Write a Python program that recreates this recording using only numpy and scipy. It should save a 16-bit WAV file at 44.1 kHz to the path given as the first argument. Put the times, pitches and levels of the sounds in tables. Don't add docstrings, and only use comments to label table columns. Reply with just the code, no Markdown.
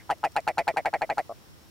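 import sys
import numpy as np
from scipy import signal
from scipy.fft import rfft, irfft
from scipy.io import wavfile
from scipy.ndimage import uniform_filter1d

SR = 44100
rng = np.random.default_rng(int(sys.argv[2]) if len(sys.argv) > 2 else 0)


def master_out(mix):
    frames = np.transpose(np.atleast_2d(mix))
    ceiling = np.clip(frames, -1, 1)
    pcm = np.round(ceiling * 32767).astype(np.int16)
    wavfile.write(sys.argv[1], SR, pcm)


N = 74970

JITTER, SHIMMER_DB, SAG_DB, RELEASE_DB = .015, .5, 8, 2.5
SOFT_CONTACT_S, WINDPIPE_HZ, WINDPIPE_T60_S = .00062, 1290, .016
MOUTH_END_HZ, MOUTH_RISE_S, MOUTH_FADE_DB = 2055, .012, 6.5
THROAT_FALL, BEAK_FALL, UPPER_RISE, UPPER_FADE_DB = .24, .146, .3, 13.5
LEAD_S, REOPEN_CYCLES = .0071, .72
RASP_WIDTH_S, PUFF_S, AIR_FADE_DB, CRACKLE_DB = .0052, .0024, 2.5, 5.5
# (first full pulse [s], gain [dB], sag time [s], base pulse rate [Hz], throat [Hz], mouth [Hz],
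# beak [Hz], beak trim [dB], upper trim [dB], air trim [dB], rasp peak delay [s])
CROAKS = [(0.1008, -12.5, 0.03, 164.5, 898, 1235, 3190, -6, 0, 1.5, 0.0072),
          (0.2389, -12.5, 0.032, 167.5, 873, 1286, 2870, -1, 3.5, 0, 0.0088),
          (.3640, -12.5, 0.03, 167, 847, 1385, 2736, 0.5, 7, -1.5, 0.0022),
          (0.4764, -13, .033, 172.6, 841, 1414, 2644, 1.5, 6.5, 1.5, 0.0055),
          (0.5812, -12, 0.034, 177.4, 837, 1426, 2676, 2, 9.5, 1, 0.0036),
          (0.6785, -12.5, .032, 178.4, 836, 1545, 2570, 2, 7, 1, 0.0028),
          (0.77, -13.5, .032, 171.9, 830, 1530, 2466, 3.5, 2, -0.5, 0.0036),
          (0.8568, -13, 0.029, 172, 825, 1550, 2390, 3, 2.5, -1.5, 0.0013),
          (0.9378, -13, 0.0274, 175.6, 829, 1610, 2404, 1, 0, -8.5, 0.002),
          (1.0183, -14, 0.027, 167.2, 804, 1600, 2540, 0.5, 3, -6.5, 0.0011),
          (1.0993, -14.5, 0.029, 166.7, 808, 1660, 2590, 0, 4, -8, 0.00074),
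          (1.1809, -13, 0.027, 160, 829, 1427, 2554, -5, 4, -0.5, 0.0044)]
# (frequency [Hz], t60 [s], gain [dB])
UPPER_MODES = [(4201, 0.02, -23.5), (4520, 0.014, -36), (6820, 0.019, -33.5), (8500, 0.003, -55)]
# (frequency [Hz], gain [dB])
RASP_SPECTRUM = [(1000, 10), (2500, 2.5), (4500, 9), (5600, 4.5), (7500, 0.5), (11000, 1), (13000, -7),
                 (15500, -20)]


def croaks(pulses=7):
    voice, air = np.zeros(N), np.zeros(N)
    puff = np.exp(-ages() / PUFF_S)
    for start, db, sag_s, rate, throat, mouth, beak, beak_db, upper_db, air_db, rasp_s in CROAKS:
        lead = ring(throat, .034, 0, SOFT_CONTACT_S) + ring(WINDPIPE_HZ, .034, -9.5, SOFT_CONTACT_S)
        add(voice, start - LEAD_S, undb(db - 10) * lead * choke(LEAD_S))
        age = 0
        for draws in rng.standard_normal((pulses, 6 + len(UPPER_MODES))):
            period_z, gain_z, mouth_z, beak_z, reopen_z, puff_z, *upper_z = draws
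            progress = min(age / sag_s, 1.5)
            stretch = 1 + .14 * np.exp(-age / .0047) + 2.1 * min(progress, .78) ** 6
            period = stretch / rate * (1 + JITTER * period_z)
            gain = undb(db - SAG_DB * progress ** 1.5 - RELEASE_DB * progress ** 9 + SHIMMER_DB * gain_z)
            strain = .4 + np.exp(-((age - rasp_s) / RASP_WIDTH_S) ** 2)
            rasp = strain * undb(air_db - AIR_FADE_DB * progress)
            mouth_hz = MOUTH_END_HZ + (mouth - MOUTH_END_HZ) * np.exp(-age / MOUTH_RISE_S)
            beak_hz = beak * (1 - BEAK_FALL * progress)
            upper = sum(ring(hz * (1 + UPPER_RISE * progress + JITTER * z), t60_s,
                             mode_db + upper_db - UPPER_FADE_DB * progress, contact_s=.00061)
                        for (hz, t60_s, mode_db), z in zip(UPPER_MODES, upper_z))
            shut = (ring(throat * (1 - THROAT_FALL * progress), t60_s=.026, db=1, contact_s=.00047)
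                    + ring(WINDPIPE_HZ, WINDPIPE_T60_S, db=-13 - MOUTH_FADE_DB * progress)
                    + ring(mouth_hz * (1 + JITTER * mouth_z), t60_s=.021, db=-7 - MOUTH_FADE_DB * progress)
                    + ring(beak_hz * (1 + JITTER * beak_z), t60_s=.033, db=beak_db - 19)
                    + strain * upper)
            reopen = strain * ring(.902 * beak_hz * (1 + JITTER * reopen_z), t60_s=.0074, db=beak_db - 7)
            shut_s = start + age
            reopen_s = shut_s + REOPEN_CYCLES * period
            add(voice, shut_s, gain * shut * choke(period))
            add(voice, reopen_s, gain * reopen)
            add(air, shut_s, gain * rasp * puff)
            add(air, reopen_s, gain * rasp * undb(-4 + 2 * puff_z) * puff)
            age += period
    crackle = rng.standard_normal(N) * undb(CRACKLE_DB * rng.standard_normal(N))
    return voice + air * level(colour(crackle, RASP_SPECTRUM), db=-26.5)


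def ring(hz, t60_s, db, contact_s=.0003):
    t = ages()
    swell = 1 - np.exp(-t / contact_s)
    decay = np.exp(-np.log(1000) * t / t60_s)
    return undb(db) * np.sin(2 * np.pi * hz * t) * swell * decay


def choke(period_s):
    return 1 / (1 + (ages() / (1.1 * period_s)) ** 8)


# (start [s], gain [dB], release time [s], pulse rate [Hz], throat [Hz])
CLUCKS = [(0.74, -31, 0.0073, 153.6, 400), (1.2944, -22, 0.033, 113.3, 644)]


def clucks(pulses=4):
    out = np.zeros(N)
    overtone = ring(hz=1110, t60_s=.016, db=-8, contact_s=SOFT_CONTACT_S)
    for start, db, release_s, rate, throat in CLUCKS:
        pulse = ring(throat, t60_s=.028, db=0, contact_s=SOFT_CONTACT_S) + overtone
        for age in (np.arange(pulses) + JITTER * rng.standard_normal(pulses)) / rate:
            add(out, start + age, undb(db - 4.5 * (age / release_s) ** 4) * pulse)
    return colour(out, [(1300, -1), (2000, -48), (5000, -6)])


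# (frequency [Hz], left minus right [dB])
PORT_BALANCE = [(200, -2), (700, 1.5), (1750, 2.3), (2250, -7), (2850, -3), (3700, 0.5), (4500, 1),
                (5700, 6.5), (7300, -5), (9000, -5), (11500, 4), (13500, -6)]
# (frequency [Hz], left lead [rad])
PORT_PHASE = [(0, 0), (520, 0.55), (1890, -0.23), (3010, 0.85), (4310, 0.67), (5430, -0.041), (6980, -1.33),
              (7320, -0.1), (8700, 0.25), (9220, 0.72), (9730, -0.62), (12300, -0.72), (14200, 0.4),
              (15800, -0.1)]


def mic_ports(x):
    left = undb(along(PORT_BALANCE) / 2) * np.exp(.5j * along(PORT_PHASE))
    return irfft(rfft(x) * np.array([left, 1 / left]), N)


def heather_scatter(x, t60_s=.07, db=-25):
    t = ages(size=8192)
    tail = rng.standard_normal((2, len(t))) * np.exp(-np.log(1000) * t / t60_s)
    tail /= np.sqrt(np.sum(tail ** 2, axis=1, keepdims=True))
    return undb(db) * signal.fftconvolve(x[None], tail, axes=1)[:, :N]


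# (time [s], level [dB])
STEM_TICKS = [(0.184, -47), (.320, -42.5), (0.4045, -37)]


def stem_ticks(decay_s=.00062):
    envelope = np.zeros(N)
    for at, db in STEM_TICKS:
        add(envelope, at, undb(db) * np.exp(-ages() / decay_s))
    noise = colour(rng.standard_normal(N), [(800, -25), (4000, 9), (8000, 12), (15000, -26)])
    return envelope * level(noise, db=0)


# (frequency [Hz], gain [dB])
FAR_SPECTRUM = [(1200, -24), (1750, -5), (2100, -3), (2700, -20), (6000, -50)]


def far_rasp(peak_s=.0089, width_s=.019):
    fade = np.exp(-((ages(N) - peak_s) / width_s) ** 2)
    return fade * level(colour(rng.standard_normal(N), FAR_SPECTRUM), db=-54)


# (frequency [Hz], gain [dB])
WIND_SPECTRUM = [(25, -15), (75, 3), (140, -3), (330, -4.5), (650, -9.5), (1100, -12), (2200, -17),
                 (4000, -18), (5400, -18.5), (8000, -23.5), (15500, -24)]
# (frequency [Hz], side minus mid [dB])
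WIND_WIDTH = [(30, -11), (70, -40), (130, 13.5), (380, -8.5), (700, -0.5), (8000, -0.5)]


def wind(db=-57, flicker_db=.9, flicker_hz=15.9):
    mid, side = (level(colour(rng.standard_normal(N), WIND_SPECTRUM), db)
                 * undb(-flicker_db * drift(flicker_hz)) for _ in range(2))
    return mid + colour(side, WIND_WIDTH) * np.array([[1], [-1]])


# (frequency [Hz], rms level [dB], wander width [Hz])
MOTOR_TONES = [(95, -65, 5.46), (155, -73, 10.3), (320.7, -69.5, 11.2), (5040, -101, 6.4),
               (5430, -71, 18.4), (5701, -104, 18)]


def camera_motor(waver_hz=30.35):
    out = np.zeros(N)
    for centre_hz, db, width_hz in MOTOR_TONES:
        hz = centre_hz + width_hz / 2 * drift(waver_hz)
        out += level(np.sin(2 * np.pi * np.cumsum(hz) / SR), db)
    return out


def undb(db):
    return 10 ** (np.asarray(db) / 20)


def level(x, db):
    return x * undb(db) / np.sqrt(np.mean(x ** 2))


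def along(points):
    hz, value = np.array(points, float).T
    return np.interp(np.log(np.arange(N // 2 + 1) * SR / N + 1), np.log(hz), value)


def colour(x, points):
    return irfft(rfft(x) * undb(along(points)), N)


def drift(rate_hz):
    hold = int(SR / rate_hz)
    steps = np.repeat(rng.standard_normal(N // hold + 1), hold)
    return 1.36 * uniform_filter1d(uniform_filter1d(steps, hold), hold)[:N]


def add(out, at_s, sound):
    i = int(at_s * SR)
    part = sound[:max(len(out) - i, 0)]
    out[i:i + len(part)] += part


def ages(size=1400):
    return np.arange(size) / SR


def scene():
    bird = croaks() + clucks()
    return mic_ports(bird) + heather_scatter(bird) + stem_ticks() + far_rasp() + wind() + camera_motor()


def record(dry):
    cutoff_hz = 15750
    return signal.sosfilt(signal.ellip(10, .1, 80, cutoff_hz, fs=SR, output="sos"), dry)


dry = scene()
out = record(dry)
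master_out(out)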